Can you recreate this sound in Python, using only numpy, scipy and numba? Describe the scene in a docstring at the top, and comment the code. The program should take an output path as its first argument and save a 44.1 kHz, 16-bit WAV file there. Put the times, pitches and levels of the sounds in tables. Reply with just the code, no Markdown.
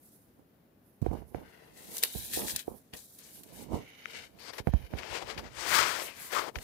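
"""In a quiet room a sheet of paper is dragged, lifted and turned on a wooden table, close to a hand-held recorder.
After a faint start, knocks come from 1 s and sharp snaps of the sheet around 2 to 2.6 s; softer rubbing follows.
The heaviest knocks come near 4.7 s, the strongest scrape near 5.7 s, and sliding and crinkling go on to the end.
The left port hears the sheet and fingertips: friction is many tiny clicks, snaps are short noise bursts.
The right port lies under the holding hand: the grip creeps (low friction) and knocks make the case ring."""
import sys
import numpy as np
from scipy import signal
from scipy.fft import rfft, irfft, next_fast_len
from scipy.io import wavfile
from numba import njit

SR = 44100
rng = np.random.default_rng(int(sys.argv[2]) if len(sys.argv) > 2 else 0)


def store_pcm(level_fs):
    """Save levels as 16-bit WAV."""
    pcm = np.round(np.clip(level_fs, -1, 1) * 32767).astype(np.int16)
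    wavfile.write(sys.argv[1], SR, np.atleast_2d(pcm).T)


N = 292546   # length in samples
PADDED = next_fast_len(N)
BINS_HZ = np.maximum(np.arange(PADDED // 2 + 1) * SR / PADDED, 1)

# Room tone and microphone hiss: (frequency [Hz], left [dB per Hz], right [dB per Hz])
ROOM_SPECTRUM = [(25, -110, -108), (60, -93, -97.5), (124, -89, -93.5), (246, -88, -89),
                 (378, -94.5, -94.5), (696, -99, -101), (950, -107, -105), (1600, -106, -113),
                 (2780, -113, -118), (5500, -119, -123), (8170, -122, -128), (10940, -120, -116),
                 (14000, -114, -116), (14600, -110, -115)]
# How alike the room is at both ports: (frequency [Hz], likeness [0 to 1])
ROOM_LIKENESS_CURVE = [(60, 0.88), (130, 1), (290, 0.92), (640, 0.32), (1200, 0), (16000, 0.14)]

# Colours of friction, as relative levels: (frequency [Hz], left [dB], right [dB])
# the palm's low rumble
THUD_SPECTRUM = [(25, -49.5, -36), (44.5, -27, 6.5), (63.6, -40, 11), (120, -27, 6.5), (176, -47.5, -2),
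                 (300, -50.5, -47.5)]
# the palm's creak
CREAK_SPECTRUM = [(113, -28, 0.5), (221, -23, 7.5), (377, -46, 2), (665, -17.5, -4), (990, -36, -9.5),
                  (1340, -65, -23.5), (2590, -40.5, -66)]
# the whole sheet dragging
DRAG_SPECTRUM = [(60, -43.5, -56.5), (241, -12.5, -30), (347, -1, -30), (415, -0.5, -41.5), (490, 0, -20),
                 (670, 0.5, -38), (776, -2.5, -10.5), (920, -1.5, -15.5), (1280, -11, -32.5),
                 (1830, -40.5, -48)]
# paper and skin scraping
SCRAPE_SPECTRUM = [(895, -27.5, -7.5), (1420, -9.5, -2), (1610, -5, -14.5), (1810, -2.5, 8),
                   (2140, -4, -0.5), (2420, -5, -4.5), (2860, -4.5, 3), (3240, -8.5, 2.5),
                   (3490, -10.5, -6), (3900, -11, -0.5), (4700, -10, -15), (6500, -18, -5),
                   (7880, -49, -33), (12000, -50.5, -53)]
# a fuller rub near the left port
RUB_SPECTRUM = [(647, -16.5, -1.5), (1000, -2.5, 3), (1350, -3, -9.5), (1360, -2.5, -0.5),
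                (2170, -1.5, -0.5), (2630, -6, -1.5), (3220, -5.5, -5), (3800, -8.5, -10.5),
                (4860, -7.5, -12), (7000, -15, -25.5), (9000, -23.5, -45.5), (13040, -49, -54.5)]
# bright hiss of tiny creases
HISS_SPECTRUM = [(2500, -39, -48.5), (3170, -7, -21), (3900, -0.5, -16.5), (4970, -2.5, -11.5),
                 (6240, -2, -10), (8800, -1.5, -16.5), (9120, -5.5, -2), (11520, -4.5, 2.5),
                 (13700, -6, -1), (16740, 3, -7)]

# Grip shifting on the case, levels at the louder port; rise and fall span 20 dB:
# (time [s], rise [s], fall [s], thud [dB], creak [dB])
GRIP_SHIFTS = [(.394, 0.033, 0.05, -90, -57.5), (1.019, .003, 0.2, -27, -44.5),
               (1.137, 0.055, 0.068, -34, -32), (1.228, 0.058, 0.0087, -47, -43.5),
               (1.349, 0.0026, 0.097, -39, -62), (1.412, 0.13, .06, -48, -42),
               (1.92, 0.29, 0.12, -77, -49.5), (2.15, .004, 0.13, -43, -44), (2.36, 0.025, .08, -41, -58),
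               (2.439, .15, 0.089, -56, -36.5), (2.553, 0.087, 0.035, -49, -42.5),
               (2.684, 0.0036, 0.046, -40, -64), (2.719, 0.026, 0.053, -56, -37.5),
               (2.943, 0.022, 0.067, -73, -51), (3.55, 0.21, .05, -66, -55),
               (3.622, 0.21, 0.079, -53.5, -41.5), (3.745, 0.064, 0.065, -33.5, -26),
               (4.076, .04, 0.025, -62, -68), (4.161, 0.057, .25, -62, -56.5), (4.34, .07, .17, -62, -56.5),
               (4.495, 0.035, 0.11, -64, -59), (4.599, 0.0032, 0.032, -36, -37),
               (4.672, 0.0027, 0.019, -45, -20), (4.737, 0.005, 0.043, -49, -31.5),
               (4.845, .15, 0.018, -42.5, -49.5), (4.937, 0.056, 0.15, -44, -41.5),
               (5.113, 0.045, .05, -42.5, -60), (5.228, 0.043, 0.23, -53, -53),
               (5.387, 0.072, .15, -41, -42), (5.597, .15, 0.079, -51, -63), (5.667, .035, .3, -45, -54),
               (5.78, .1, 0.33, -55, -52), (6.246, 0.19, 0.18, -67, -57.5), (6.465, 0.21, .18, -64, -54),
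               (6.56, .004, 0.082, -44, -45.5)]
RESTING_THUD_DB, RESTING_CREAK_DB = -80.5, -80.5

# Knocks on the case, strengths of the striking clicks; each mode group adds its own offset to the left:
# (time [s], thud [dB], bump [dB], knock [dB], crack [dB], left above right [dB],
#  direction of the first swing [+1 or -1])
CASE_KNOCKS = [(1.0252, -25, -10, -59, -60, -31, 1), (1.0626, -35, -46, -15.5, -25, -28, 1),
               (1.0825, -16.5, -32, -45, -60, -26, -1), (1.113, -26, -18.5, -29.5, -46, -20, 1),
               (1.1322, -44, -35, -27.5, -52, -16, 1), (1.14, -34, -43, -39, -55, -14, -1),
               (1.22, -43, -39, -36.5, -53, -16, 1), (1.3464, -34, -65, -22, -19.5, -19, 1),
               (1.383, -47, -51, -36, -50, -8, 1), (2.1501, -44, -53, -32.5, -55, -15, 1),
               (2.1562, -44, -20, -53, -62, -18, -1), (2.372, -57, -52, -22.5, -50, -10, 1),
               (2.6788, -48, -52, -20.5, -46, -12.5, 1), (2.934, -65, -33, -59, -47.5, 6, 1),
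               (4.6, -39, -38, -45, -25, -11, 1), (4.672, -30, -3.5, -47, -8.5, -36, 1),
               (4.681, -51, -40, -25, -27, -6, 1), (4.6886, -14.5, -17, -52, -60, -22, 1),
               (4.737, -3.5, -8, -46, -17, -24, -1), (4.937, -18, -20.5, -36, -17, -27, -1),
               (5.379, -39, -47, -42, -47, 4, -1), (6.561, -23, -49, -52, -43, -12, -1)]
# Ringing modes of the case, slow to quick: (frequency [Hz], relative level [dB], time to fall 60 dB [s])
THUD_MODES = [(62.4, -2, 0.069)]
# bump modes, same columns
BUMP_MODES = [(188, 0, 0.016)]
# knock modes, same columns
KNOCK_MODES = [(340, 1.5, 0.027), (466, 0, 0.031), (734, -4.5, 0.026)]
# crack modes, same columns
CRACK_MODES = [(520, 0, 0.0056)]
# tick modes, same columns
TICK_MODES = [(1350, 0, 0.0086), (2250, 8.5, 0.0031), (3940, -14, 0.0053), (5700, -9, 0.0023)]
TICK_DB, TICK_PER_CRACK_DB = -28.5, 0.62   # tick level for a 0 dB crack; tick dB gained per crack dB
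FAR_PORT_LAG_S = 0.0013

# Fingernail taps near the left port, click strengths: (time [s], left [dB], right above left [dB])
NAIL_TAPS = [(4.0573, -23, -22), (5.0332, -28.5, -22), (5.729, -18, -32), (6.558, -26.5, -23)]

# Short noise bursts: snaps of the sheet, two of them as the sheet jolts with the knocks near 4.7 s; # the left
# port gets 3 dB on top of these: # (time [s], treble [dB], body above treble [dB], time to fall 60 dB [s], left
# above right [dB])
NOISE_BURSTS = [(1.0167, -51.5, -8, 0.023, 8), (1.968, -25, -16, 0.018, 0), (1.9813, -28.5, -36, 0.062, 3),
                (2.0281, -18, -14, 0.014, 11), (2.0356, -12, -12.5, 0.018, 0.5),
                (2.0482, -37, -13, 0.026, -12), (2.0542, -46, 9, 0.016, 16), (2.3349, -29, -8.5, 0.059, 4),
                (2.416, -51.5, 10, 0.035, -2), (2.4824, -26.5, -8.5, 0.015, 7), (2.497, -36, 3, 0.019, 3.0),
                (2.5614, -18, -21, 0.024, 5.5), (2.592, -32, -15, 0.06, 15), (2.9363, -43, 4, 0.018, 1),
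                (2.9642, -53, -22, 0.017, 1), (3.187, -44, -20, 0.057, 0), (3.4339, -46, -15, 0.053, -1),
                (4.387, -60, 8, 0.031, 23), (4.5345, -46.5, 5.5, 0.044, 21), (4.582, -41.5, 2, 0.063, 12),
                (4.6715, -50, 3, 0.012, -6), (4.7367, -53, 3.5, 0.016, -6), (4.985, -48, 10, 0.078, 8),
                (5.2713, -48, 4, 0.039, 22.0), (5.3774, -51, 16, 0.056, 24), (6.556, -47.5, 12, 0.053, 18),
                (6.586, -47.5, 7.5, 0.02, -1)]

# Strokes of sheet and fingers, levels before resonance, echo and flicker; rise and fall span 20 dB:
# (time [s], rise [s], fall [s], hold [s], scrape [dB], drag [dB], hiss [dB],
#  scrape right above left [dB], hiss right above left [dB])
SHEET_STROKES = [(.05, 0.11, .35, 0.074, -96, -96, -66.5, -4, 10),
                 (0.865, .1, 0.26, .03, -96, -96, -87, -4, 21),
                 (1.061, 0.032, 0.066, 0, -51.5, -46, -58.5, -12, 0),
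                 (1.16, 0.11, .09, 0.021, -56.5, -54.5, -69, -12, 11),
                 (1.286, .04, 0.11, 0, -85, -80, -73, -10, 17),
                 (1.352, 0.021, 0.14, 0.0075, -57, -51, -71.5, -10, 13),
                 (1.47, .15, .1, 0.24, -58, -61.5, -68, -12, 2.5),
                 (1.774, 0.053, .1, 0.32, -53.5, -60, -50, -9.5, -3.5),
                 (1.959, 0.12, 0.12, 0.01, -49, -53.5, -39, -13, 1),
                 (2.033, 0.01, 0.034, 0.0059, -32.5, -41, -37, -17.5, 13.5),
                 (2.085, 0.18, 0.43, 0.17, -49.5, -63.5, -42.5, -15, 2.5),
                 (2.343, 0.055, 0.11, 0.013, -38.5, -60, -30, -11.5, -1),
                 (2.386, 0.039, 0.11, 0.047, -57, -42.5, -39.5, -11, 5),
                 (2.485, 0.078, 0.067, 0.024, -41, -56, -33.5, -11, -0.5),
                 (2.557, 0.027, 0.043, 0.048, -42.5, -65, -42, -12, -1),
                 (2.688, 0.036, 0.074, 0.017, -72, -52, -75, -10, 13),
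                 (2.77, 0.095, 0.057, 0, -90, -82, -65, -10, 14.5),
                 (2.938, .01, .04, 0.0053, -44.5, -49, -47, -3.5, 0),
                 (2.967, 0.0093, 0.095, 0, -53, -60.5, -41.5, -10, -2.5),
                 (3.01, 0.11, .1, 0.34, -85, -99, -54.5, -15, 2.5),
                 (3.198, 0.054, 0.13, 0.095, -56.5, -69.5, -53.5, -18, -3),
                 (3.358, 0.07, 0.052, 0.034, -56.5, -75, -49.5, -16, 3.5),
                 (3.485, 0.05, 0.087, 0.13, -59, -64.5, -58, -20, 3.5),
                 (3.615, 0.21, .08, 0.01, -52, -67, -47, -10, -4.5),
                 (3.751, 0.06, 0.094, 0, -50.5, -40.5, -46.5, -2.5, -5),
                 (3.788, 0.11, .1, 0.33, -55.5, -66, -67, -2.5, 5),
                 (4.101, 0.12, 0.053, 0.15, -43.5, -58, -54.5, -13.5, -5.5),
                 (4.149, 0.06, 0.11, .02, -40.5, -57, -44.5, -11, -15),
                 (4.304, .1, .2, 1.3, -96, -96, -85, -4, 17),
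                 (4.395, 0.0091, 0.042, 0.113, -48, -60, -57, -20.5, 0),
                 (4.534, 0.024, 0.037, 0.042, -47.5, -49.5, -59, -25, 9.5),
                 (4.497, 0.11, .02, 0.0049, -41, -45.5, -43.5, -25.5, -19),
                 (4.589, 0.017, 0.024, 0.0032, -37, -39.5, -41.5, -23.5, -5),
                 (4.67, 0.043, 0.023, 0.035, -54.5, -58, -65, -12, 8),
                 (4.731, .04, 0.035, 0.095, -52.5, -58, -69.5, -10.5, 7.5),
                 (4.914, 0.031, .035, 0.034, -49.5, -54, -70, -17, 11),
                 (4.85, 0.036, .03, 0.015, -49, -56, -64, -16, 7),
                 (4.973, 0.026, .1, 0.092, -42, -46, -57.5, -22, -1),
                 (5.153, .12, 0.064, 0.02, -32, -37.5, -37, -23, -15),
                 (5.226, 0.032, 0.021, 0, -35.5, -32.5, -46, -22, -5),
                 (5.303, 0.06, 0.066, 0.0012, -32, -38, -42.5, -21.5, -12),
                 (5.386, 0.018, 0.028, 0.0098, -37.5, -40, -50, -22, -4),
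                 (5.446, .05, 0.032, .03, -45, -49, -63, -24.5, 0),
                 (5.597, 0.077, 0.013, 0.43, -35.5, -41.5, -38.5, -32, -18),
                 (5.745, .13, 0.21, 0.055, -19.5, -34.5, -27.5, -28, -16),
                 (5.997, 0.13, 0.087, 0.071, -42.5, -46, -40, -20.5, -3.5),
                 (6.197, 0.1, 0.11, 0.071, -45, -57, -45.5, -22.5, 0),
                 (6.332, 0.038, 0.062, 0.063, -29.5, -36, -39, -37, -7),
                 (6.392, .05, 0.022, 0.098, -40.5, -38, -49, -40, -5),
                 (6.561, 0.026, 0.047, 0, -49, -43, -56, -46, 7),
                 (6.63, 0.089, .1, 0.0025, -44, -55, -45, -13, -6)]
# Gain of the hiss above 9300 Hz at the left port, before its flicker: (time [s], gain [dB])
TOP_TREBLE = [(0, 15), (.4, 3), (1.7, 1.5), (2.9, 1), (3.6, -.5), (4.0, -21), (4.3, -10), (4.5, -26),
              (4.6, -18), (4.9, -18), (5.2, -13), (5.55, -18), (5.7, 2), (5.8, -1.5), (5.88, -3),
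              (6.0, -6.5), (6.3, 4.8), (6.63, -2)]
# The bent sheet sings in one band that moves as it flexes; the left port gets 0.5 dB more:
# (time [s], band centre [Hz], strength [dB])
FLEX_BAND = [(0, 1600, -35), (1.47, 1510, 10), (1.68, 1610, 2), (1.9, 1570, -23), (2.05, 3870, 14.5),
             (2.6, 3760, 9), (2.95, 3420, -10), (3.7, 2280, -8), (3.9, 2300, 6.5), (4.2, 2150, -14.5),
             (4.3, 2290, -38), (4.4, 4470, 8.5), (4.55, 4870, 1), (4.6, 1790, -26), (5.14, 2700, 1.5),
             (5.24, 2400, -18), (5.3, 4800, -6), (5.45, 2280, -51), (5.78, 1270, -0.5), (5.95, 1230, 2),
             (6.03, 2580, -26), (6.08, 2660, 12.5), (6.28, 2040, -18), (6.37, 1116, 10.5),
             (6.63, 1120, -10)]
FLEX_WIDTH_HZ, FLEX_WIDENS = 200, 0.094   # band width = this + share of the centre
TABLE_HZ, TABLE_WIDTH_HZ, TABLE_DB = 450, 26, 6.5
TABLE_ECHO_S, TABLE_ECHO_DB = 0.001293, -7   # the mean delay, and the level of the echo


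def amp(db):
    """Turn a level in dB into a gain."""
    return 10 ** (np.asarray(db) / 20)


def rms_one(x):
    """Scale each channel to rms 1."""
    return x / np.sqrt(np.mean(x ** 2, axis=-1, keepdims=True) + 1e-20)


def in_time(rows):
    """Draw each column of a curve over time, one value a sample."""
    s, *columns = np.transpose(rows)
    return [np.interp(np.arange(N) / SR, s, c) for c in columns]


def on_bins(points):
    """Draw each column of a spectrum over log frequency, one value a frequency bin."""
    hz, *columns = np.transpose(points)
    return np.array([np.interp(np.log(BINS_HZ), np.log(hz), c) for c in columns])


def colour(x, spectrum):
    """Filter both channels, each with its own spectrum."""
    return irfft(rfft(x, PADDED) * amp(on_bins(spectrum)), PADDED)[:, :N]


def drift(rate_hz):
    """Make a slow random wander with spread 1: noise smoothed twice, at a twentieth of the sample rate."""
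    r = np.exp(-40 * np.pi * rate_hz / SR)
    noise = rng.standard_normal(N // 20 + 2002)
    slow = signal.lfilter([1], [1, -2 * r, r * r], noise)[2000:]   # skip the filter's start
    return np.interp(np.arange(N) / 20, np.arange(len(slow)), rms_one(slow))


def friction(spectrum, per_s, uneven_db, flicker_db, flicker_hz, shared=0):
    """Fibres catch and let go: uneven clicks under a flickering pressure; a share reaches both ports."""
    born = rng.random((2, N)) < per_s / SR
    unevenness = np.minimum(rng.exponential(1, (2, N)), 3)
    clicks = born * amp(uneven_db * unevenness) * rng.standard_normal((2, N))
    from_right = np.roll(clicks[1], round(FAR_PORT_LAG_S * SR))
    clicks[0] = shared * from_right + np.sqrt(1 - shared ** 2) * clicks[0]
    sound = colour(rms_one(clicks), spectrum) * amp(flicker_db * drift(flicker_hz))
    return sound / np.sqrt(np.mean(sound ** 2, axis=1)).max()   # the louder port gets rms 1


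def ring(clicks, modes, contact_hz):
    """A soft contact (double low-pass) sets modes ringing, neighbours in opposite sense, so that they beat."""
    p = np.exp(-2 * np.pi * contact_hz / SR)
    push = signal.lfilter([(1 - p) ** 2], [1, -2 * p, p * p], clicks + 1e-18)
    out = 0
    for k, (hz, level_db, t60) in enumerate(modes):
        r = amp(-60 / (t60 * SR))   # loss per sample
        w = 2 * np.pi * hz / SR
        mode = signal.lfilter([0, np.sin(w)], [1, -2 * r * np.cos(w), r * r], push)
        out = out + (-1) ** k * amp(level_db) * mode
    return out


@njit
def moving_band(x, hz, width_hz):
    """A resonance of gain 1 whose centre and width can change from sample to sample."""
    out = np.zeros_like(x)
    for c in range(2):
        for i in range(2, x.shape[1]):
            r = np.exp(-np.pi * width_hz[i] / SR)
            drive = (1 - r * r) / 2 * (x[c, i] - x[c, i - 2])
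            swing = 2 * r * np.cos(2 * np.pi * hz[i] / SR) * out[c, i - 1]
            out[c, i] = drive + swing - r * r * out[c, i - 2]
    return out


def swells(s, rise_s, fall_s, hold_s, *levels_db):
    """Events rise, hold and fall along straight lines in dB; powers add. One gain curve per level column."""
    t = np.arange(0, N + 32, 32) / SR   # one point every 32 samples
    early = (s[:, None] - t).clip(0)
    late = (t - (s + hold_s)[:, None]).clip(0)
    shape_db = -20 * (early / rise_s[:, None] + late / fall_s[:, None])
    power = amp(2 * np.array(levels_db)) @ amp(2 * shape_db.clip(-150)) + 1e-30
    return [np.interp(np.arange(N) / SR, t, p) for p in np.sqrt(power)]


def stroke_gains():
    """Gains of scrape left and right, drag, hiss left and right under all strokes."""
    (s, rise_s, fall_s, hold_s, scrape_db, drag_db, hiss_db,
     right_db, hiss_right_db) = np.transpose(SHEET_STROKES)
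    return swells(s, rise_s, fall_s, hold_s, scrape_db, scrape_db + right_db,
                  drag_db, hiss_db, hiss_db + hiss_right_db)


def patchy(x):
    """Make a sound uneven: three bands, each with its own slow random gain."""
    low, high = (signal.sosfilt(signal.butter(2, hz, "low", fs=SR, output="sos"), x) for hz in (4800, 9600))
    return sum(band * amp(1.62 * drift(11.2)) for band in (low, high - low, x - high))


def table_echo(x):
    """The table top throws the sound back a moment later; the path wavers, so the comb of bands shifts."""
    late = np.arange(N) - TABLE_ECHO_S * SR * (1 + 0.063 * drift(1.2))
    return x + amp(TABLE_ECHO_DB) * np.array([np.interp(late, np.arange(N), c) for c in x])


def room():
    """Steady room tone and microphone hiss: noise that is most alike at both ports in the bass."""
    mid, side = rfft(rng.standard_normal((2, PADDED))) * np.sqrt(SR) / 2
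    alike = on_bins(ROOM_LIKENESS_CURVE)[0]
    ports = np.sqrt(1 + alike) * mid + np.sqrt(1 - alike) * side * [[1], [-1]]
    return irfft(ports * amp(on_bins(ROOM_SPECTRUM)), PADDED)[:, :N] * amp(0.5 * drift(10.0))


def grip():
    """The palm creeps on the case: friction as a lumpy rumble and a creak, fainter at the far port."""
    s, rise_s, fall_s, thud_db, creak_db = np.transpose(GRIP_SHIFTS)
    thud_gain, creak_gain = swells(s, rise_s, fall_s, 0, thud_db, creak_db)
    thud = friction(THUD_SPECTRUM, per_s=760.0, uneven_db=2.5, flicker_db=1.5, flicker_hz=6.1, shared=0.6)
    creak = friction(CREAK_SPECTRUM, per_s=1500.0, uneven_db=0.0, flicker_db=1.5, flicker_hz=25.0, shared=1.0)
    return (thud_gain + amp(RESTING_THUD_DB)) * thud + (creak_gain + amp(RESTING_CREAK_DB)) * creak


def knocks():
    """Each knock strikes the modes of the case; the far port hears it later, with the slow modes weakened."""
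    s, thud_db, bump_db, knock_db, crack_db, left_db, swing = np.transpose(CASE_KNOCKS)
    tick_db = TICK_DB + TICK_PER_CRACK_DB * crack_db
    at = (s * SR).astype(int)
    # (modes, strength [dB], direction, left port offset [dB], contact low-pass [Hz])
    groups = ((THUD_MODES, thud_db, -swing, -10, 400),   # the slow thud swings the other way
              (BUMP_MODES, bump_db, swing, -8, 1200),
              (KNOCK_MODES, knock_db, swing, 0, 1500),
              (CRACK_MODES, crack_db, swing, 0, 5000),
              (TICK_MODES, tick_db, swing, 6, 8000))
    out = np.zeros((2, N))
    for modes, level_db, direction, far_db, contact_hz in groups:
        clicks = np.zeros((2, N))
        clicks[0, at + round(FAR_PORT_LAG_S * SR)] = direction * amp(level_db + left_db + far_db)
        clicks[1, at] = direction * amp(level_db)
        out += ring(clicks, modes, contact_hz)
    return out


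def taps():
    """A fingernail tap is a short hard click that rings only the quick modes of the case."""
    s, level_db, right_db = np.transpose(NAIL_TAPS)
    clicks = np.zeros((2, N))
    clicks[:, (s * SR).astype(int)] = amp([level_db, level_db + right_db])
    return ring(clicks, TICK_MODES, contact_hz=8000)


def snaps():
    """A buckling crease or a jolt of the sheet: a noise burst that starts at once and quickly dies away."""
    treble, body = np.zeros((2, N)), np.zeros((2, N))
    t = np.arange(3000) / SR
    for s, treble_db, body_db, t60, left_db in NOISE_BURSTS:
        i = int(s * SR)
        attack = np.minimum(t / 0.00021, 1)
        shape = (attack * amp(-60 * t / t60))[:N - i]
        ports = amp([[3], [-left_db]]) * shape
        treble[:, i:i + len(t)] += amp(treble_db) * ports
        body[:, i:i + len(t)] += amp(treble_db + body_db) * ports
    noise = rng.standard_normal((2, 2, N))
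    bright = rms_one(colour(noise[0], HISS_SPECTRUM))
    full = rms_one(colour(noise[1], SCRAPE_SPECTRUM))
    return treble * bright + body * full


def crinkle():
    """Tiny creases give way in a dense, uneven bright hiss, made of many small clicks."""
    hiss = friction(HISS_SPECTRUM, per_s=16000.0, uneven_db=1.0, flicker_db=1.0, flicker_hz=34.8)
    edge_hz = 9300
    below = signal.sosfilt(signal.butter(4, edge_hz, "low", fs=SR, output="sos"), hiss[0])
    above = signal.sosfilt(signal.butter(4, edge_hz, "high", fs=SR, output="sos"), hiss[0])
    left = below + amp(in_time(TOP_TREBLE)[0] + 0.67 * drift(29.0)) * above
    return stroke_gains()[3:] * patchy(np.array([left, hiss[1]]))


def slide():
    """Paper and skin rub along: a scrape coloured by the flexing sheet and, lower, the whole sheet's drag."""
    left, right, drag_gain = stroke_gains()[:3]
    right_db = 20 * np.log10(right / left)
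    scrape = friction(SCRAPE_SPECTRUM, per_s=9000.0, uneven_db=0.5, flicker_db=1.5, flicker_hz=40.5)
    rub = friction(RUB_SPECTRUM, per_s=14000.0, uneven_db=1.2, flicker_db=.8, flicker_hz=60.0)
    drag = friction(DRAG_SPECTRUM, per_s=6000.0, uneven_db=1.5, flicker_db=1.2, flicker_hz=30.0)
    # the more one-sided, the nearer the left port: a fuller rub
    close = np.clip((-right_db - 16.5) / 8.7, 0, 1)
    # the table top hums under the far sheet
    board = moving_band(drag, np.full(N, TABLE_HZ), np.full(N, TABLE_WIDTH_HZ))
    drag = drag + amp(TABLE_DB) * (1 - close) * board
    contact = np.sqrt(1 - close) * table_echo(scrape) + np.sqrt(close) * rub
    centre_hz, sing_db = in_time(FLEX_BAND)
    singing = moving_band(contact, centre_hz, FLEX_WIDTH_HZ + FLEX_WIDENS * centre_hz)
    contact = contact + amp([sing_db + 0.5, sing_db]) * singing
    return [left, right] * contact + drag_gain * drag


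def scene():
    """Add up all sources at the two ports."""
    return room() + grip() + knocks() + taps() + snaps() + crinkle() + slide()


def record(dry):
    """The microphones lose the deepest bass; the top is cut steeply, 70 dB down from 16350 Hz."""
    thin = signal.sosfilt(signal.butter(5, 38.0, "high", fs=SR, output="sos"), dry)
    return signal.sosfilt(signal.cheby2(14, 70, 16350, fs=SR, output="sos"), thin)


dry = scene()
out = record(dry)
store_pcm(out)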